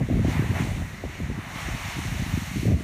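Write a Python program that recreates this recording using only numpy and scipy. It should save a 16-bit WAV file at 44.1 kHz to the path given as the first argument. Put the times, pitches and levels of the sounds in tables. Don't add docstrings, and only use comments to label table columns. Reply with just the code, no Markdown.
import sys
import numpy as np
from scipy import signal
from scipy.fft import rfft, irfft
from scipy.io import wavfile
from scipy.ndimage import uniform_filter1d

SR = 44100
rng = np.random.default_rng(int(sys.argv[2]) if len(sys.argv) > 2 else 0)


def voltage_ratio(level):
    return 10 ** (np.asarray(level, float) / 20)


def transcribe(u):
    v = np.clip(np.atleast_2d(u).T, -1, 1)
    q = np.round(v * 32767).astype(np.int16)
    wavfile.write(sys.argv[1], SR, q)


N = 124803
T = np.arange(N) / SR
F = np.maximum(np.arange(N // 2 + 1) * SR / N, 1.)


def unit(x):
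    return x / np.sqrt(np.mean(x ** 2))


def walk(rate_hz):
    hold = int(SR / rate_hz)
    steps = np.repeat(rng.standard_normal(N // hold + 1), hold)
    return unit(uniform_filter1d(uniform_filter1d(steps, hold), hold)[:N])


def textured(source, colour, shared_db, own_db, rate_hz):
    hz, db = np.array(colour).T
    below_octaves = np.maximum(np.log2(hz[0] / F), 0)
    spectrum = rfft(source) * voltage_ratio(np.interp(np.log(F), np.log(hz), db) - 26 * below_octaves)
    out, swell = 0, walk(rate_hz / 3)
    for centre in np.arange(np.log2(hz[0]) - 1, np.log2(hz[-1]) + .5, .5):
        band = np.cos(np.pi * np.clip(np.log2(F) - centre, -.5, .5)) ** 2
        out = out + irfft(spectrum * band, N) * voltage_ratio(shared_db * swell + own_db * walk(rate_hz))
    return unit(out)


def add_swing(out, at_s, db, hz, width_s, phase):
    sag = 0.23
    first = max(0, int((at_s - 4 * width_s) * SR))
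    i = np.arange(first, min(N, int((at_s + 4 * width_s) * SR)))
    u = i / SR - at_s
    bell = np.exp(-.5 * (u / width_s) ** 2)
    turns = hz * u * (1 - sag * np.tanh(u / width_s / 2))
    out[i] += voltage_ratio(db) * bell * np.cos(2 * np.pi * turns + phase)


def eddies(rows):
    crest_spread_rad = 0.67
    eddy_turns, wake_turns, wake_late_turns = 0.53, 0.75, 0.59
    wake_db, wake_slower = -3, 0.56
    out = np.zeros(N)
    phases = crest_spread_rad * rng.standard_normal((len(rows), 2))
    for (at_s, db, hz), (p, q) in zip(rows, phases):
        add_swing(out, at_s, db, hz, eddy_turns / hz, p)
        slow_hz = hz * wake_slower
        add_swing(out, at_s + wake_late_turns / hz, db + wake_db, slow_hz, wake_turns / slow_hz, q)
    return out


def surge_power(at_s, db, rise_s, fall_s):
    rise = np.exp(-2 * ((T - at_s) / rise_s) ** 2)
    return voltage_ratio(2 * db) * np.where(T < at_s, rise, voltage_ratio(-120 * (T - at_s) / fall_s))


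def gusts():
    # (time [s], level [dB])
    gust_levels = [(0, -33), (.07, -32.5), (.15, -27), (.32, -30.5), (.57, -31.5), (.7, -29), (.84, -37),
                   (1.0, -41), (1.25, -38), (1.37, -38), (1.41, -46), (1.6, -40), (1.79, -42.5),
                   (2.21, -34), (2.45, -43), (2.618, -37), (2.72, -27), (2.83, -38)]
    # (frequency [Hz], density [dB per Hz])
    rumble_colour = [(25, -28), (45, -2.5), (75, -1), (150, -3.5), (250, -13.5), (400, -20), (700, -22.5),
                     (900, -76)]
    stray_count, stray_hz, stray_spread, stray_scatter_db, stray_db = 260, 150, 0.36, 4, -2.5
    rumble = textured(rng.standard_normal(N), rumble_colour, shared_db=1.5, own_db=2.3, rate_hz=45)
    at_s = rng.uniform(0, N / SR, stray_count)
    db = stray_scatter_db * np.minimum(rng.exponential(size=stray_count), 2.5)
    hz = np.minimum(stray_hz * np.exp(stray_spread * rng.standard_normal(stray_count)), 650)
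    stray = unit(eddies(list(zip(at_s, db, hz))))
    return (rumble + voltage_ratio(stray_db) * stray) * voltage_ratio(np.interp(T, *np.array(gust_levels).T))


def surf():
    # (frequency [Hz], density [dB per Hz])
    surf_colour = [(150, 6.5), (450, -7.5), (700, -0.5), (1100, -1.5), (2000, -6.5), (4000, -9.5),
                   (8000, -15), (15500, -23)]
    # (time [s], level [dB])
    treble_ebb = [(0, -5), (.5, 2), (.93, -0.5), (1.06, -3), (1.2, -3), (1.38, -5), (2.6, 8), (2.83, -2)]
    # (time [s], level [dB])
    surf_swell = [(0, -0.5), (.15, 1.5), (.4, -0.5), (.9, -0.5), (1.15, 1), (1.3, -0.5), (2.0, 0),
                  (2.83, -1)]
    surf_db = -44.5
    wash = textured(rng.standard_normal(N), surf_colour, shared_db=0.3, own_db=1.04, rate_hz=13.6)
    treble = signal.sosfilt(signal.butter(1, 4000, "high", fs=SR, output="sos"), wash)
    wash = wash + treble * (voltage_ratio(np.interp(T, *np.array(treble_ebb).T)) - 1)
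    return voltage_ratio(surf_db + np.interp(T, *np.array(surf_swell).T)) * wash


def flutters():
    # (start [s], length [s], peak [dB], swing rate [Hz])
    runs = [
        (0.00197, 0.029, -25, 260),
        (0.0034, 0.012, -25.5, 450),
        (.1, 0.09, -22, 170),
        (2.675, 0.053, -28.5, 450),
        (2.5, 0.045, -34, 150),
    ]
    gap_turns, spread, uneven_db = 1.6, 0.205, 1.5
    rows = []
    for start_s, length_s, db, hz in runs:
        a, b, c = rng.standard_normal((30, 3)).T
        at_s = start_s + np.cumsum(gap_turns / hz * np.exp(spread * a))
        fade_db = -40 * np.maximum((at_s - start_s) / length_s - 1, 0) ** 2
        rows += zip(at_s, db + fade_db + uneven_db * b, hz * np.exp(spread * c))
    return eddies(rows)


def slosh():
    # (time [s], level [dB], rise [s], fall t60 [s])
    sloshes = [
        (.006, -40, .003, .12),
        (.15, -52, .05, .8),
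        (.31, -44, .05, 1.3),
        (.45, -47, .05, .8),
        (.57, -37.5, .04, 0.65),
        (.66, -47, .03, .6),
        (1.3, -54.5, 0.11, 1.3),
        (1.54, -51, .06, 1.5),
    ]
    # (frequency [Hz], density [dB per Hz])
    hollow_colour = [(350, -4), (550, -0.5), (750, 0.5), (950, -2.5), (1300, -15), (2000, -25)]
    power = sum(surge_power(*row) for row in sloshes)
    hollow = textured(rng.standard_normal(N), hollow_colour, shared_db=2.0, own_db=1.5, rate_hz=28)
    return np.sqrt(power) * hollow


def buffets():
    # (time [s], peak [dB], swing rate [Hz])
    early_buffets = [(0.016, -16, 270), (0.09, -22.5, 388), (0.102, -19.5, 540), (0.115, -16, 230),
                     (0.131, -23, 420), (0.146, -18.5, 196), (0.164, -28, 224.4), (0.196, -19, 386),
                     (0.217, -18, 190), (0.236, -28, 175), (0.255, -12.5, 247), (0.286, -13, 250),
                     (0.358, -17.5, 195), (0.371, -20, 161), (0.397, -15, 254), (0.424, -19, 330),
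                     (0.443, -23.5, 387), (0.499, -21.5, 176.0), (0.603, -19.5, 298), (0.624, -18.5, 205),
                     (0.642, -25, 175), (0.656, -33, 276), (0.694, -25.5, 141), (0.724, -21.5, 155),
                     (0.767, -29.5, 222.0), (0.781, -23, 172), (0.815, -23, 154), (0.821, -27.5, 563),
                     (0.828, -32, 122.5)]
    # (time [s], peak [dB], swing rate [Hz])
    mild_buffets = [(.249, -18.5, 560), (.263, -23, 144), (.3, -26, 260), (.318, -25, 200),
                    (.508, -27, 266), (.516, -23.5, 335), (.529, -26, 150), (.537, -32, 480),
                    (.553, -31, 620), (.611, -22, 216), (.674, -28, 302), (.8, -30, 282), (1.213, -24, 170),
                    (1.224, -26, 150), (1.233, -33.5, 400), (1.293, -26, 200), (1.32, -26, 245),
                    (1.381, -26, 192), (1.472, -32.5, 196), (1.728, -27, 130), (1.742, -28.5, 168),
                    (1.853, -28.5, 170), (1.886, -32, 169), (1.985, -28, 325), (2.022, -32, 150),
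                    (2.3, -28, 130), (2.331, -27, 228), (2.388, -27, 202), (2.48, -27.5, 135),
                    (2.585, -28, 300), (2.6, -22, 130)]
    # (time [s], peak [dB], swing rate [Hz])
    late_buffets = [(1.04, -21, 597), (1.054, -24, 420), (1.068, -32, 175), (1.204, -25.5, 422),
                    (1.237, -24.5, 160), (1.265, -28, 175), (1.302, -24.0, 370), (1.315, -26, 295),
                    (1.39, -23, 252), (1.562, -27.5, 198), (1.688, -23.5, 286), (1.751, -23.5, 192),
                    (1.97, -28, 245), (1.992, -24.0, 272), (2.054, -28, 280.0), (2.063, -25.5, 98.0),
                    (2.088, -24.5, 156), (2.127, -23, 171), (2.15, -26, 176.0), (2.203, -19.5, 156.4),
                    (2.225, -20, 192), (2.267, -25, 234), (2.342, -18.5, 193), (2.378, -18, 244),
                    (2.425, -21.5, 169), (2.517, -28, 211), (2.561, -24.5, 283), (2.572, -17, 214),
                    (2.634, -18.5, 264), (2.657, -15.5, 373)]
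    # (time [s], peak [dB], swing rate [Hz])
    last_gust = [(2.668, -13.5, 170), (2.682, -20, 400), (2.689, -15.5, 200), (2.7, -18, 257),
                 (2.706, -15.5, 224), (2.712, -27, 600), (2.72, -20, 380), (2.729, -13, 168),
                 (2.737, -27.5, 556), (2.744, -13.5, 138), (2.756, -19.5, 200), (2.772, -19, 233),
                 (2.785, -27, 201), (2.802, -30, 170), (2.809, -25, 302), (2.824, -30, 130)]
    return eddies(early_buffets) + eddies(mild_buffets) + eddies(late_buffets) + eddies(last_gust)


def heaves():
    # (onset [s], peak [dB], swing rate [Hz])
    heave_rows = [(0.134, -26.5, 75), (0.177, -20, 83.4), (0.251, -20, 128), (0.382, -17, 127),
                  (0.489, -18.5, 96.5), (0.589, -21.5, 84), (0.684, -18.5, 92), (1.031, -23, 76.5),
                  (1.278, -29, 78.1), (1.64, -25, 67.3), (1.7, -23, 54.7), (1.79, -30, 42),
                  (1.835, -28, 86), (1.93, -29, 55.5), (1.978, -24, 93), (2.053, -24, 71),
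                  (2.116, -20.5, 115), (2.189, -21, 121.6), (2.21, -27, 48), (2.276, -25, 48),
                  (2.331, -20.5, 75.4), (2.47, -26, 60), (2.542, -25, 77), (2.725, -11.5, 80)]
    rise_s, width_s = 0.0202, 0.012
    out = np.zeros(N)
    for onset_s, db, hz in heave_rows:
        add_swing(out, onset_s + rise_s, db - 3, hz, width_s, rng.uniform(-np.pi, np.pi))
    return out


def drops():
    drops_per_s, scatter_db, share = 5000, 1.5, 0.22
    n = int(drops_per_s * N / SR)
    clicks = np.zeros(N)
    sizes = voltage_ratio(scatter_db * np.minimum(rng.exponential(size=n), 4.5))
    np.add.at(clicks, rng.integers(0, N, n), rng.choice([-1, 1], n) * sizes)
    return np.sqrt(share) * unit(clicks) + np.sqrt(1 - share) * rng.standard_normal(N)


def surges():
    # (time [s], level [dB], rise [s], fall t60 [s], spray share [0-1])
    surge_rows = [(.325, -38, 0.077, 1.7, 0.07), (.33, -45, .07, 0.54, 0.95),
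                  (.578, -36, 0.031, 0.46, 0.02), (.625, -42.5, 0.06, 0.9, 0.85), (.80, -47, .03, 0.24, 0),
                  (1.45, -44.5, 0.13, 9.8, 0.03), (1.63, -38.5, 0.13, 3.7, 0.28),
                  (1.93, -42, 0.15, 3.8, 0.53), (2.3, -46, 0.61, 5.5, 0.9), (2.62, -40.5, 0.049, 2, .95),
                  (2.69, -56, .02, 1.3, .95)]
    # (frequency [Hz], density [dB per Hz])
    churn_colour = [(300, -4), (450, -6), (700, 2.5), (1100, 2.5), (2000, -7), (4000, -14), (8000, -28.5),
                    (15500, -23)]
    # (frequency [Hz], density [dB per Hz])
    spray_colour = [(400, -18), (1000, -20), (2500, 0), (6000, -3.5), (9000, -8.5), (12000, -15),
                    (15500, -16.5)]
    end_s, end_db, end_fade_s = 2.5, -7, 0.033
    ending = voltage_ratio(end_db * (1 + np.tanh((T - end_s) / end_fade_s)))
    churn_power = spray_power = 0
    for at_s, db, rise_s, fall_s, bright in surge_rows:
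        power = surge_power(at_s, db, rise_s, fall_s) * ending
        churn_power = churn_power + (1 - bright) * power
        spray_power = spray_power + bright * power
    churn = textured(drops(), churn_colour, shared_db=-0.7, own_db=1.2, rate_hz=26)
    spray = textured(drops(), spray_colour, shared_db=0.3, own_db=0.9, rate_hz=30)
    return np.sqrt(churn_power) * churn + np.sqrt(spray_power) * spray


def scene():
    port_top_hz = 750
    wind = gusts() + flutters() + buffets() + heaves()
    wind = irfft(rfft(wind) / np.sqrt(1 + (F / port_top_hz) ** 15), N)
    return (wind + surf() + slosh() + surges())[None]


def top_cut(x):
    return signal.sosfilt(signal.butter(12, 15490, fs=SR, output="sos"), x)


def record(dry):
    # (frequency [Hz], width [Hz], boost [dB])
    casing = [(480, 160, -3), (1994, 558, 8.5), (2860, 1150, 4), (3264, 260, -4), (4940, 560, -6),
              (6500, 1900, 2), (7650, 650, -2.5), (10400, 410, -4.5), (11300, 500, -0.5)]
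    top_hz, low_cut_hz = 15230, 40
    duck_top_db, duck_ratio, duck_s = -21, 3.4, 0.027
    db = sum(boost * np.exp(-.5 * ((F - hz) / width * 2) ** 2) for hz, width, boost in casing)
    x = irfft(rfft(dry) * voltage_ratio(db) * (F < top_hz), N)
    x = signal.sosfilt(signal.butter(3, low_cut_hz, "high", fs=SR, output="sos"), x)
    a = 1 / (duck_s * SR)
    level = np.sqrt(signal.lfilter([a], [1, a - 1], x ** 2) + 1e-12)
    x = x * np.minimum(voltage_ratio(duck_top_db) / level, 1) ** (1 - 1 / duck_ratio)
    return top_cut(x)


dry = scene()
out = record(dry)
transcribe(out)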